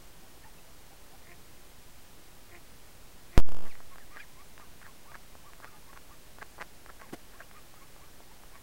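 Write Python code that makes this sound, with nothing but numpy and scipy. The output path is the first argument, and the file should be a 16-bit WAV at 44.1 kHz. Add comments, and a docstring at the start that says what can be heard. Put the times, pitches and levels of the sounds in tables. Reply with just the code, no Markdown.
"""Far ducks on a lake at night peep in gliding whistles, quack in nasal pulses, clap and rasp their bills.
The microphone is a trail camera's on the shore; water slaps now and then and a faint return rings from the shore.
Under it lie shaped noise hiss, slow drift and two thin sine whines of the electronics.
Midway the amplifier restarts: an offset jumps in and drains away, the volume falls and climbs in small steps.
"""
import sys
import numpy as np
from scipy import signal
from scipy.fft import rfft, irfft
from scipy.io import wavfile
from scipy.ndimage import uniform_filter1d

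SR = 44100
rng = np.random.default_rng(int(sys.argv[2]) if len(sys.argv) > 2 else 0)


def materialize(psi):
    """Save the field psi as 16-bit PCM at rate SR to the path in sys.argv[1].

    A 1-D psi becomes a single channel; in a 2-D psi each row is a channel.
    """
    bounded = np.clip(np.atleast_2d(psi).T, -1, 1)
    quanta = np.round(bounded * 32767).astype(np.int16)
    wavfile.write(sys.argv[1], SR, quanta)


N = 380512
T = np.arange(N) / SR

# noise floor of microphone and amplifier, shape only: freq_hz, relative_db
HISS_SPECTRUM = [(15, -36), (25, -5), (116, -3.5), (178, -5.5), (349, -6), (722, -8.5), (804, -9),
                 (1020, -10), (1340, -11.5), (15500, -19.5)]
HISS_DB = -56
# steady whines of the electronics: freq_hz, level_db [rms]
WHINES = [(8857.8, -81), (15734.3, -77)]
# offset at the amplifier input, ahead of the volume: time_s, level_db
OFFSET_CURVE = [(3.378, 7), (3.39, 9.2), (3.402, 8), (3.41, 9.3), (3.43, 8), (3.463, 5.4), (3.502, .4),
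                (3.522, .6), (3.547, -3.6), (3.565, -4.2), (3.613, -12), (3.645, -14), (3.681, -22.9),
                (3.762, -36.2), (4.3, -56), (8.7, -90)]
# faint broadband noise after the restart, with its own level curve: time_s, level_db [rms]
FAINT_NOISE_CURVE = [(3.378, -43), (3.435, -71), (3.48, -61), (3.69, -63), (3.75, -100)]
# slaps of water: start_s, length_s, spray_db [rms], note_hz [hollow note, at its start], note_db [rms]
WATER_SLAPS = [(0.371, 0.011, -57, 400, -63), (7.125, 0.026, -41, 401, -47),
               (7.396, 0.024, -73, 770, -54.5)]
# colour of the spray, shape only: freq_hz, relative_db
SPRAY_SPECTRUM = [(71, -32), (120, -9), (396, -8), (3500, -30), (4240, -39), (4670, -31), (9900, -38),
                  (12000, -33), (15600, -54), (22000, -120)]
# bills sieving water: start_s, length_s, loudest_at [share of length 0-1], level_db [rms at loudest], pitch_hz
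BILL_RASPS = [ (3.646, 0.048, .3, -51, 1730), (3.7, 0.11, .3, -61, 2000), (3.9, 0.055, .5, -62, 1830),
              (4.1, 0.065, .95, -57, 1930), (4.166, .02, 0.2, -43.5, 1600), (4.18, .055, .4, -55, 2135),
              (4.39, .04, .4, -62, 1980), (4.6, .03, .1, -57, 1810), (4.813, 0.024, .75, -51, 1640),
              (4.837, 0.045, .35, -52, 1668), (5.137, .022, 0.65, -44, 1650),
              (5.619, 0.027, .85, -46, 1404), (5.66, .04, .4, -56, 1466), (5.72, .06, 0.2, -67, 1710),
              (5.88, .03, .3, -61, 1780), (5.957, 0.022, 0.5, -43, 1350), (6.12, 0.028, .6, -61, 1820),
              (6.387, .013, .05, -53, 1520), (6.404, 0.024, .75, -46.5, 1704),
              (6.596, .022, 0.9, -40, 1620), (6.877, 0.024, .85, -49, 1370), (6.992, .028, .95, -50, 1590),
              (7.024, .038, .2, -59, 1730), (7.085, .025, .6, -54, 1850), (7.307, 0.076, .4, -58, 1590),
              (7.387, 0.043, .4, -49, 1528), (7.55, .05, .3, -58, 1920), (8.545, .03, .7, -58, 1780), ]
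# single bill claps: time_s, peak_db, pitch_hz [of the blow]
BILL_CLAPS = [(3.754, -37, 1310.0), (3.8042, -35.5, 1010), (3.8072, -43, 890.0), (3.9583, -35.5, 1120.0),
              (3.9835, -34.5, 1380.0), (4.1633, -34, 1150), (4.17, -31.5, 1390.0), (4.176, -41.8, 1310.0),
              (4.579, -33.5, 1560), (4.599, -36.5, 920.0), (4.816, -36.5, 1290.0), (4.8268, -40, 1660.0),
              (4.8664, -37, 1290.0), (4.8787, -41, 1420.0), (5.1181, -35.5, 1150.0), (5.1213, -40, 1090.0),
              (5.154, -30, 1260), (5.1594, -34, 1270), (5.3536, -37, 810.0), (5.5345, -35.5, 1480),
              (5.602, -36, 860.0), (5.642, -40, 1320), (5.6452, -27.5, 1340), (5.652, -34, 1190.0),
              (5.931, -36, 990.0), (5.9346, -39, 1430.0), (5.975, -32, 1310), (6.3857, -34.5, 1010.0),
              (6.4205, -35, 1360), (6.423, -29, 1010), (6.4276, -26, 1370), (6.582, -36, 880.0),
              (6.587, -38, 960), (6.5905, -35, 840), (6.599, -40, 1250), (6.608, -31, 840),
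              (6.612, -26.5, 1440), (6.614, -26.5, 1140), (6.619, -23, 1500), (6.6249, -24, 1320),
              (6.862, -33.5, 1260), (6.9014, -32, 1160), (6.9066, -40, 1140.0), (6.9966, -44.0, 1450.0),
              (7.0017, -39, 1160), (7.0147, -32.5, 1380), (7.0192, -32, 1110.0), (7.4095, -36, 1180),
              (7.4127, -42, 1350.0), (7.513, -37.5, 1400.0), (7.7413, -40.5, 855), (7.964, -41, 1020.0),
              (8.2047, -40, 824), (8.436, -39, 960), (8.5557, -38, 1310.0)]
# ringing of the bill: freq_hz, relative_db [to the blow, for a blow at 1400 Hz], t60_s
BILL_MODES = [(1520, -27.5, 0.024), (2540, -32, 0.0073), (4460, -3.5, 0.00057)]
# quacks: start_s, length_s, pitch_hz, level_db, nasal_db [nasal against throat],
# weak [loss of every second pulse 0-1], jitter [0-1]
DUCK_QUACKS = [(1.239, 0.105, 348, -65, 2, 0.4, 0.03), (2.476, 0.11, 348, -64, 0.5, 0.55, 0.02),
               (3.298, 0.11, 342, -62.5, 1, 0.4, 0.07)]
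# throat and nasal resonances: freq_hz, width_hz [of the narrower of two passes], relative_db
THROAT_RESONANCES = [(350, 200, 2), (700, 250, 1), (1050, 300, -2)]
NASAL_RESONANCES = [(1900, 300, 0), (2350, 450, -5)]
# gliding whistles: start_s, length_s, loudest_at [share of length 0-1],
# start_hz, half_hz [halfway], end_hz, level_db [at loudest], overtone_db [relative to the whistle]
WHISTLES = [ (.22, .04, .55, 690, 770, 760, -57, -15), (.432, .02, .7, 1765, 1800, 1830, -55, -25),
            (.44, 0.049, 0.45, 700, 900, 760, -55, -20), (.575, .025, .5, 2700, 2620, 2590, -62, -20),
            (0.668, .03, .35, 610, 655, 720, -61, -11), (0.899, .055, .5, 643, 800, 700, -58, -9),
            (1.115, 0.048, .55, 600, 780, 720, -56.5, -15), (3.64, 0.057, .3, 1164, 1160, 1100, -52, -14),
            (3.692, 0.046, 0.5, 2760, 2330, 1400, -55.5, -9), (3.899, .06, .65, 1014, 1100, 960, -58, -8),
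            (3.999, .045, 0, 2000, 1700, 1600, -55, -20), (4.101, .06, 1, 1000, 1200, 1220, -54.5, -13),
            (4.177, .04, .7, 1310, 1580, 1800, -48, -11), (4.193, .055, 0.14, 2375, 2300, 1450, -49.5, -16),
            (4.366, 0.073, 0.64, 960, 1130, 1185, -57, -8), (4.59, 0.058, 0.6, 1065, 1220, 950, -55, -14),
            (4.64, .04, .3, 1570, 1520, 1460, -62, -15), (4.845, .026, .5, 2100, 1720, 1450, -54, -20),
            (4.871, .06, .3, 1074, 1040, 760, -58, -13), (5.05, 0.091, .75, 698, 1200, 1000, -55, -13),
            (5.434, 0.076, 0.7, 676, 1170, 915, -55.5, -17),
            (5.655, 0.059, 0, 1075, 1300, 1100, -53.5, -13), (5.72, 0.075, .5, 910, 850, 800, -60, -6),
            (5.715, 0.077, .4, 1180, 1220, 1280, -61.5, -20), (5.868, .05, 0.7, 825, 1080, 1095, -58, -12),
            (6.091, 0.063, 0.5, 680, 1200, 1000, -57, -11), (7.018, .07, 0.2, 1087, 1000, 460, -56, -9),
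            (7.33, .055, 0.3, 855, 1100, 1300, -60, -12), (7.407, 0.043, .25, 1100, 2600, 2920, -58, -18),
            (7.54, 0.062, 0.64, 1030, 1240, 1100, -54, -9), (7.76, .03, .75, 1280, 1240, 1400, -58, -17),
            (7.8, 0.053, .45, 1045, 1100, 1170, -58, -5), (7.991, 0.068, 0.74, 605, 1100, 1145, -59, -7),
            (8.3, 0.055, .25, 720, 980, 965, -59.5, -10), (8.512, 0.076, 0.65, 612, 1140, 800, -58.5, -5), ]

RESTART_S = 3.37788
REST_OFFSET = .0036  # constant, full scale 1
TOP_HZ = 15800
STEP_DB, WRAP_S = .53, .0005
# the volume setting drops in steps that come ever slower
DROPS, FIRST_DROP_S, DROP_GAP_S, DROP_GAP_GROWTH = 8, 3.3806, .00195, 1.132
# then climbs back ever faster: step k comes at origin + scale * (k + lead) ** power
CLIMBS, CLIMB_ORIGIN_S, CLIMB_SCALE_S, CLIMB_LEAD, CLIMB_POWER = 33, 3.28568, .095806, 4.91, .39271
# how far below its loudest a call starts and ends
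RASP_RISE_DB, RASP_FALL_DB = 13, 11
PEEP_RISE_DB, PEEP_FALL_DB = 8, 11.5
HOARSE = .3  # depth of a whistle's flutter in size and in phase (radians)


def undb(db):
    """dB to gain."""
    return 10 ** (np.asarray(db) / 20)


def level(x, db):
    """Scale to an rms level."""
    return x * undb(db) / np.sqrt(np.mean(x ** 2))


def band(x, hz, width):
    """Resonance, gain 1 at the centre."""
    return signal.lfilter(*signal.iirpeak(hz, hz / width, SR), x)


def double_band(x, hz, width):
    """Two resonances in a row, the second twice as wide, for steeper flanks."""
    return band(band(x, hz, width), hz, 2 * width)


def add(out, s, x):
    """Mix x in at s seconds."""
    i = int(s * SR)
    out[i:i + len(x)] += x[:N - i]


def coloured(spectrum):
    """Noise with a spectrum of (Hz, dB) points, joined along a logarithmic frequency axis."""
    hz = np.maximum(np.arange(N // 2 + 1) * SR / N, 1)
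    at, db = np.transpose(spectrum)
    gain = undb(np.interp(np.log(hz), np.log(at), db))
    return irfft(rfft(rng.standard_normal(N)) * gain, N)


def call(length, loudest, rise_db, fall_db):
    """Progress 0-1 and gain of one short call: it swells to its loudest, fades, and has soft edges."""
    t = np.arange(0, length, 1 / SR)
    edge = np.clip(np.minimum(t, length - t) / .004, 0, 1)
    peak_at = np.clip(loudest, .01, .99)
    db = np.interp(t / length, [0, peak_at, 1], [-rise_db, 0, -fall_db])
    return t / length, edge * undb(db)


def hiss():
    """Microphone and amplifier noise, slow drift, and two thin whines of the electronics."""
    drift = level(band(rng.standard_normal(N), 9.1, 20.6), -56.5)
    whine = sum(np.sqrt(2) * undb(db) * np.sin(2 * np.pi * hz * T) for hz, db in WHINES)
    return level(coloured(HISS_SPECTRUM), HISS_DB) + drift + whine


def volume():
    """Stepped volume in dB; on every third step the fine setting wraps just before the coarse one moves."""
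    drop_gaps = (DROP_GAP_GROWTH ** np.arange(DROPS) - 1) / (DROP_GAP_GROWTH - 1)
    down = FIRST_DROP_S + DROP_GAP_S * drop_gaps
    up = CLIMB_ORIGIN_S + CLIMB_SCALE_S * (np.arange(CLIMBS) + CLIMB_LEAD) ** CLIMB_POWER
    # the restart itself jumps part of the way down; the last climb ends at 0 dB
    steps = np.searchsorted(up, T) - np.searchsorted(down, T) + DROPS - CLIMBS
    for moments, sign in ((down[1::3], 2), (up[2::3], -2)):
        for s in moments:
            steps = steps + sign * ((T >= s - WRAP_S) & (T < s))
    return STEP_DB * steps * (T >= RESTART_S)


def splashes():
    """Short slaps of water: spray over the sinking note of the cavity."""
    out = np.zeros(N)
    water = coloured(SPRAY_SPECTRUM)
    for s, length, spray_db, hz, note_db in WATER_SLAPS:
        t = np.arange(0, length, 1 / SR)
        i = int(s * SR)
        swell = np.sin(np.pi * t / length)
        spray = water[i:i + len(t)] * swell ** 0.7
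        note = np.sin(2 * np.pi * hz * t * (1 - 0.17 * t / length)) * swell
        add(out, s, level(spray, spray_db) + level(note, note_db))
    return out


def rasps():
    """Dense tiny claps of scattered size and phase, each ringing for a moment at the mouth's pitch."""
    chance = rng.random((3, N))
    struck = chance[0] < 2500 / SR  # 2500 claps a second on average
    size = undb(-2.5 * np.log(1 - chance[1]))
    grains = struck * size * np.exp(2j * np.pi * chance[2])
    fade = undb(-60 / (.0035 * SR))  # per sample, used twice for a rounded onset
    rings = signal.lfilter([1], np.poly([fade, fade]), grains)
    rings = rings / np.sqrt(np.mean(rings.real ** 2))
    out = np.zeros(N)
    for s, length, loudest, db, hz in BILL_RASPS:
        u, swell = call(length, loudest, RASP_RISE_DB, RASP_FALL_DB)
        i = int(s * SR)
        # the complex rings are shifted up to the pitch
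        pitched = (rings[i:i + len(u)] * np.exp(2j * np.pi * hz * u * length)).real
        add(out, s, undb(db) * swell * pitched)
    return out


def clap(hz):
    """One swing of air at the blow's pitch, then the bill rings; sharper blows ring it more."""
    t = np.arange(-60, 500) / SR
    blow = -np.cos(2 * np.pi * hz * t + .8) * np.exp(-(t * hz / .4) ** 2)
    ring = sum(undb(d) * np.sin(2 * np.pi * f * t) * undb(-60 * t / t60) for f, d, t60 in BILL_MODES)
    both = blow + (t > 0) * ring * (hz / 1400) ** 0.86
    return both / np.abs(both).max()


def ticks():
    """Single bill claps, each a blow with its ring scaled to a peak level."""
    out = np.zeros(N)
    for s, db, hz in BILL_CLAPS:
        add(out, s - 48 / SR, undb(db) * clap(hz))  # early, as the blow builds up before its centre
    return out


def quacks():
    """Strong-weak pulses through throat and nasal resonances."""
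    out = np.zeros(N)
    for s, length, hz, db, nasal_db, weak, jitter in DUCK_QUACKS:
        chance = rng.standard_normal((64, 2))
        at = np.cumsum((1 + jitter * chance[:, 0]) / hz)
        size = undb(1.5 * chance[:, 1]) * (1 - weak * (np.arange(64) % 2))
        # swells in, stops short
        size = size * np.sin(np.pi * np.clip(at / length, 0, 1) ** 1.7) ** .8
        pulses = np.zeros(SR // 4)
        pulses[np.clip(at * SR, 0, SR // 4 - 1).astype(int)] = -size
        throat = sum(undb(d) * double_band(pulses, f, w) for f, w, d in THROAT_RESONANCES)
        # a puff of air follows each pulse and blurs the upper resonances
        puff_size = np.convolve(pulses, undb(-np.arange(120) / 3))[:len(pulses)]
        puffs = puff_size * rng.standard_normal(len(pulses))
        breathy = pulses + 0.33 * puffs
        lower, upper = (undb(d) * double_band(breathy, f, w) for f, w, d in NASAL_RESONANCES)
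        nasal = lower - upper  # neighbours swing opposite
        voice = throat + undb(nasal_db) * nasal
        # the level holds over the quack's length, not over the quarter-second buffer
        add(out, s, level(voice, db) * np.sqrt(.25 / length))
    return out


def peeps():
    """Gliding whistles, hoarse, the overtone more so; the pitch draws an arch."""
    out = np.zeros(N)
    for s, length, loudest, start_hz, half_hz, end_hz, db, overtone_db in WHISTLES:
        u, swell = call(length, loudest, PEEP_RISE_DB, PEEP_FALL_DB)
        arch = (2 * half_hz - start_hz - end_hz) * 2 * u * (1 - u)
        hz = start_hz + (end_hz - start_hz) * u + arch
        noise = rng.standard_normal((3, SR // 10))
        flutter = [level(uniform_filter1d(row, size=70), 0)[:len(u)] for row in noise]
        phase = 2 * np.pi * np.cumsum(hz) / SR + HOARSE * flutter[1]
        tone = (1 + HOARSE * flutter[0]) * np.sin(phase)
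        overtone = undb(overtone_db) * (1 + 2 * HOARSE * flutter[2]) * np.sin(2 * phase)
        add(out, s, np.sqrt(2) * undb(db) * swell * (tone + overtone))
    return out


def scene():
    """Ducks across open water, with a faint return from the shore, over the hiss."""
    ducks = peeps() + quacks() + ticks() + rasps() + splashes()
    tail_s = T[:SR // 10]
    shore = undb(-39.5) * rng.standard_normal(SR // 10) * undb(-60 * tail_s / 0.095)
    return (ducks + signal.fftconvolve(ducks, shore)[:N] + hiss())[None]


def record(dry):
    """At the restart an offset jumps in ahead of the stepped volume, and faint noise is laid over the result;
    the top is cut."""
    on = np.clip((T - RESTART_S) * SR, 0, 1)
    offset = undb(uniform_filter1d(np.interp(T, *np.transpose(OFFSET_CURVE)), size=200))
    faint_noise = undb(np.interp(T, *np.transpose(FAINT_NOISE_CURVE))) * rng.standard_normal(N)
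    # low noise around 300 Hz roughens the offset after the jump and fades
    low_noise = band(band(rng.standard_normal(N), 300, 250), 300, 400)
    roughness = level(low_noise, -33) * undb(-60 * np.abs(T - RESTART_S) / .2)
    amplified = (dry + on * offset * (1 + roughness)) * undb(volume())
    out = amplified + on * faint_noise + REST_OFFSET
    top_cut = signal.ellip(8, .1, 40, TOP_HZ, fs=SR, output="sos")
    return signal.sosfiltfilt(top_cut, out)


dry = scene()
out = record(dry)
materialize(out)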